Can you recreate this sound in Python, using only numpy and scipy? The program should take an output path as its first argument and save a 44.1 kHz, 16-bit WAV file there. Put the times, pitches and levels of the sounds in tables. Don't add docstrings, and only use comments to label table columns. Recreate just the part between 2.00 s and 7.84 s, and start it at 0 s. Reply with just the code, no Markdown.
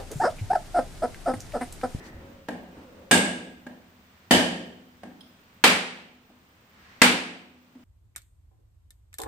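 import sys
import numpy as np
from scipy import signal
from scipy.fft import rfft, irfft
from scipy.io import wavfile

SR = 44100
rng = np.random.default_rng(int(sys.argv[2]) if len(sys.argv) > 2 else 0)


def transcribe(signal):
    frames = np.atleast_2d(signal).T
    limited = np.clip(frames, -1, 1)
    pcm = np.round(limited * 32767).astype(np.int16)
    wavfile.write(sys.argv[1], SR, pcm)


N = 257544
TAPS = 8192


def gain_of(db):
    return 10 ** (np.asarray(db) / 20)


def evened(x):
    return x / np.sqrt(np.mean(x ** 2) + 1e-20)


def read(points, hz):
    f, value = np.transpose(points)
    return np.interp(np.log(hz + 1), np.log(f + 1), value)


def add(mix, s, sound):
    part = mix[:, round(s * SR):][:, :sound.shape[1]]
    part += sound[:, :part.shape[1]]


def peak(hz, centre_hz, width):
    return 1 / (1 + ((hz - centre_hz) / (0.77 * width)) ** 2) ** 2


def swell(s, length):
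    return np.exp(-((np.arange(N) / SR - s) / length) ** 2 / 2)


def diffuse(pair, null_hz=1250):
    a, b = rfft(pair)
    same = .98 * np.sinc(np.fft.rfftfreq(pair.shape[1], 1 / SR) / null_hz)
    mid = a * np.sqrt((1 + same) / 2)
    side = b * np.sqrt((1 - same) / 2)
    return irfft(np.array([mid + side, mid - side]), pair.shape[1])


def noise(tone):
    spectrum = rfft(diffuse(rng.standard_normal((2, N))))
    return evened(irfft(spectrum * gain_of(read(tone, np.fft.rfftfreq(N, 1 / SR))), N))


def band(centre_hz, width):
    spectrum = rfft(diffuse(rng.standard_normal((2, N))))
    return evened(irfft(spectrum * np.sqrt(peak(np.fft.rfftfreq(N, 1 / SR), centre_hz, width)), N))


# (frequency [Hz], density [dB per Hz])
AIR_TONE = [(25, -13.5), (45, -12.5), (80, 2), (130, -5), (200, -0.5), (330, -10.5), (700, -11.5),
            (1500, -11.5), (2800, -15.5), (5000, -22.5), (9300, -29), (10500, -37.5), (16000, -32.5)]


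def air(level_db=-57):
    return gain_of(level_db) * noise(AIR_TONE)


# (frequency [Hz], width [Hz], level [dB])
HUM_TONES = [(246, 9.7, -76), (14930, 60, -72.5), (15130, 30, -74.5)]


def hum():
    return sum(gain_of(db) * band(f, width) for f, width, db in HUM_TONES)


# (frequency [Hz], density [dB per Hz])
SLEEVE_TONE = [(100, -10.5), (200, 3.5), (260, 3.5), (550, -7), (900, -9), (1900, -15), (4500, -27.5),
               (9000, -34), (11000, -40)]
# (time [s], standard deviation [s], level [dB])
SLEEVE_SWISHES = [(-0.005, .12, -47), (0.29, .1, -50.5), (0.791, 0.062, -49.5), (0.997, .08, -53)]


def sleeve():
    return noise(SLEEVE_TONE) * sum(gain_of(db) * swell(s, length) for s, length, db in SLEEVE_SWISHES)


# (frequency [Hz], density [dB per Hz])
HANDLING_TONE = [(20, -8.5), (45, -8.5), (72, 3.5), (100, -6.5), (150, -14), (400, -59.5)]


def handling(grip_s=0.13, rise_s=.02, fade_s=0.048, grip_db=-44, settle_db=-52, settle_db_per_s=10.5):
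    t = np.arange(N) / SR
    age = np.maximum(t - grip_s, 0)
    jolt = np.minimum(age / rise_s, 1) * np.exp(-age / fade_s)
    rumble = gain_of(settle_db - settle_db_per_s * t)
    return noise(HANDLING_TONE) * (gain_of(grip_db) * jolt + rumble)


# (time [s], standard deviation [s], frequency [Hz], width [Hz], level [dB])
FAINT_SWELLS = [(0.047, 0.11, 1860, 240, -53.5), (0.28, 0.12, 545, 26, -53.5), (1.02, 0.21, 520, 50, -53.5),
                (0.065, 0.021, 4400, 4800, -53.5)]


def faint_swells():
    return sum(gain_of(db) * swell(s, length) * band(f, width) for s, length, f, width, db in FAINT_SWELLS)


def background():
    return air() + hum() + sleeve() + handling() + faint_swells()


# (frequency [Hz], relative level [dB], t60 [s])
ROOM_MODES = [(89, -15, 0.69), (107, -9.5, .6), (175.2, -1.5, 0.87), (199.6, -2, 0.69), (245, 3, 0.58),
              (248.6, -14, 1.6), (265, -8.5, 0.54), (297.4, 0, 0.4), (347.4, -6, 0.97), (500, -5, 0.21),
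              (645, -3, 0.38), (731, -8.5, 1)]


def standing(t):
    sides = np.array([[.5], [-.5]])
    out = np.zeros((2, len(t)))
    for k, (f, db, t60) in enumerate(ROOM_MODES):
        apart = (-1) ** k * min((f / 330) ** 2.5, 1.3)
        out += gain_of(db - 60 * t / t60) * np.cos(2 * np.pi * f * t + sides * apart)
    return out


# (frequency [Hz], t60 [s])
TAIL_DECAY = [(80, 0.65), (250, 0.9637), (700, 0.68), (1400, 0.6243), (2800, 0.6818), (5400, 0.5768),
              (8500, 0.5181), (11000, 0.44), (15000, 0.27)]
# (frequency [Hz], relative level [dB])
TAIL_COLOUR = [(80, -1), (250, -8), (450, 2), (1000, -2), (15000, -2.5)]


def kitchen(dry_db, direct_db=-15, near_db=-6, near_s=.006, build_s=0.0054, standing_db=-56, settle_s=0.01):
    t = np.arange(SR) / SR
    density = np.minimum(.2 + 6 * t, 1)
    echoes = rng.standard_normal((2, SR)) * (rng.random((2, SR)) < density)
    echoes = diffuse(echoes) / np.sqrt(density)
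    hz, age, z = signal.stft(echoes, SR, nperseg=256)
    z = z * gain_of(read(TAIL_COLOUR, hz)[:, None] - 60 * age / read(TAIL_DECAY, hz)[:, None])
    tail = signal.istft(z, SR, nperseg=256)[1][:, :SR]
    tail = tail * (1 - np.exp(-t / build_s)) / np.sqrt(SR * 0.038)
    near = diffuse(rng.standard_normal((2, SR)), null_hz=2820) * t * np.exp(-2 * t / near_s)
    early = gain_of(near_db) * evened(near) / np.sqrt(SR)
    early[[0, 1], [14, 12]] += gain_of(direct_db)
    modes = gain_of(standing_db) * standing(t) * (1 - np.exp(-t / settle_s))
    return gain_of(dry_db) * early + tail + modes


def causal(gain):
    log_gain = np.log(np.maximum(gain, 1e-5))
    phase = -signal.hilbert(np.r_[log_gain, log_gain[-2:0:-1]]).imag[:len(gain)]
    return irfft(np.exp(log_gain + 1j * phase))[:TAPS // 2]


# (frequency [Hz], width [Hz], relative level struck at place 0 [dB], at place 1 [dB])
SHELL_MODES = [(1625, 75, 8.5, -2.5), (1796, 120, -6.5, 3), (2170, 190, -4, -17), (2860, 160, -3, -6.5),
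               (3060, 190, -12, 2), (3560, 230, -5.5, -11), (4700, 550, -15.5, -11.5),
               (8500, 1300, -3.5, -28)]
# (frequency [Hz], relative level [dB])
THUD_TONE = [(30, -42.5), (70, -13), (100, -8), (135, -16), (180, 1.5), (250, 0.5), (400, -5.5),
             (650, -3.5), (810, -4), (980, -8.5), (1300, -22), (3000, -43)]
# (frequency [Hz], relative level [dB])
CRACK_TONE = [(30, -50), (100, -26), (330, -15), (450, -8), (620, -11), (840, -2), (1050, -3), (1280, -1),
              (1800, -0.5), (2300, 2), (3000, -3.5), (4000, -6.5), (5000, -10), (6200, -22.5), (12000, -40)]
# (frequency [Hz], relative level [dB])
TICK_TONE = [(100, -41), (1200, -18), (2500, -11.5), (4800, -13), (6200, -13.5), (8300, -12), (9300, -12.5),
             (10500, -22), (13000, -20), (14500, -22.5), (16000, -37.5)]


def knock(thud_db, boom_db, ring_db, crack_db, tick_db, hard_hz, place, hollow_hz=258, hollow_width=65):
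    hz = np.fft.rfftfreq(TAPS, 1 / SR)
    place = np.clip(place, 0, 1)
    ring = sum(gain_of(ring_db + a + place * (b - a)) ** 2 * peak(hz, f, width)
               for f, width, a, b in SHELL_MODES)
    ring /= 1 + (hz / hard_hz) ** 6
    boom = gain_of(boom_db) ** 2 * peak(hz, hollow_hz, hollow_width)
    boom *= np.minimum(hz / hollow_hz, 1) ** 2
    layers = [(thud_db, THUD_TONE), (crack_db, CRACK_TONE), (tick_db, TICK_TONE)]
    broad = sum(gain_of(db + read(tone, hz)) ** 2 for db, tone in layers)
    return causal(np.sqrt(ring + boom + broad))


# (time [s], thud [dB], hollow boom [dB], shell ring [dB])
PALM_LANDINGS = [(0.4853, -15, -15, -18), (1.6661, -25, -19.5, -26), (3.0331, -24.5, -18, -28.5),
                 (4.2990, -40.5, -31.5, -57), (5.752, -39, -24, -59)]


def landings(place=.6, crack_db=-20, tick_db=-18, direct_db=4.5, hard_hz=1850):
    out = np.zeros((2, N))
    for s, thud_db, boom_db, ring_db in PALM_LANDINGS:
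        impact = knock(thud_db, boom_db, ring_db, thud_db + crack_db, thud_db + tick_db, hard_hz, place)
        add(out, s, signal.fftconvolve(impact[None], kitchen(direct_db), axes=1))
    return out


# (frequency [Hz], density [dB per Hz])
SWING_TONE = [(150, -6), (600, -7), (1100, -1.5), (1900, 2.5), (3000, -7), (4500, -9.5), (9000, -25),
              (11000, -35.5)]


def swings(lead_s=.1, length_s=.13):
    rush = sum(gain_of(swing_db) * swell(s - lead_s, length_s) for s, *_, swing_db in BLADE_BLOWS)
    return noise(SWING_TONE) * rush


# (time [s], force [dB], split of the shell [0-1],
# place round the nut [0-1], hollow boom [dB], direct and near sound [dB], swing level [dB])
BLADE_BLOWS = [(1.1113, -1.5, .05, .02, -0.5, -2, -78), (2.3090, 0.03, 0, 0.8, 3, -2.5, -64.5),
               (3.6392, 0.44, 0.52, .8, -3.5, -0.1, -67), (5.017, 2, 0.49, .47, 6, 1, -53.5)]
# (thud [dB], shell ring [dB], crack [dB], tick [dB])
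WHOLE, SPLIT = (5, 4, -6, 1.5), (-9, -5, 9.5, 3.5)


def blows(hard_hz=8700):
    out = np.zeros((2, N))
    for s, force_db, split, place, boom_db, dry_db, _ in BLADE_BLOWS:
        drawn_db = np.array(WHOLE) + np.clip(split, 0, 1) * np.subtract(SPLIT, WHOLE)
        thud_db, ring_db, crack_db, tick_db = force_db + drawn_db
        impact = knock(thud_db, boom_db, ring_db, crack_db, tick_db, hard_hz, place)
        add(out, s, signal.fftconvolve(impact[None], kitchen(dry_db), axes=1))
    return out


def coconut(loud_db=30):
    return gain_of(loud_db) * (landings() + blows())


# (frequency [Hz], width [Hz], relative level [dB])
BANGLE_MODES = [(3280, 260, 3.5), (3800, 1100, -6.5), (5100, 150, 1.5), (9200, 290, -4.5)]


def bangle(s=3.207, loud_db=-10):
    hz = np.fft.rfftfreq(TAPS, 1 / SR)
    out = np.zeros((2, N))
    clink = causal(np.sqrt(sum(gain_of(db) ** 2 * peak(hz, f, width) for f, width, db in BANGLE_MODES)))
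    add(out, s, signal.fftconvolve(clink[None], kitchen(dry_db=4), axes=1))
    return gain_of(loud_db) * out


def scene():
    return background() + coconut() + swings() + bangle()


def lag(x, seconds):
    keep = np.exp(-1 / (seconds * SR))
    return signal.lfilter([1 - keep], [1, -keep], x)


# (frequency [Hz], left minus right [dB])
MIC_BALANCE = [(500, 0), (1000, -0.35), (2000, -0.2), (4500, -2), (8000, 1.1), (12000, 0)]


def record(dry, threshold_db=-17.5, squeeze=10.4, fall_s=0.099, recover_s=0.68, edge_hz=16050):
    lean_db = read(MIC_BALANCE, np.fft.rfftfreq(N, 1 / SR)) / 2
    heard = irfft(rfft(dry) * gain_of([lean_db, -lean_db]), N)
    bright = signal.sosfilt(signal.butter(2, 800, "high", fs=SR, output="sos"), heard)
    power = lag(np.mean(bright ** 2, axis=0), 0.009)
    over_db = np.maximum(10 * np.log10(power + 1e-12) - threshold_db, 0)
    duck_db = squeeze * lag(lag(over_db, fall_s), recover_s)
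    rounded = np.tanh(heard / gain_of(duck_db))
    lowpass = signal.firwin(511, edge_hz, window=("kaiser", 9), fs=SR)
    return signal.oaconvolve(rounded, lowpass[None], "same")


dry = scene()
out = record(dry)
transcribe(out)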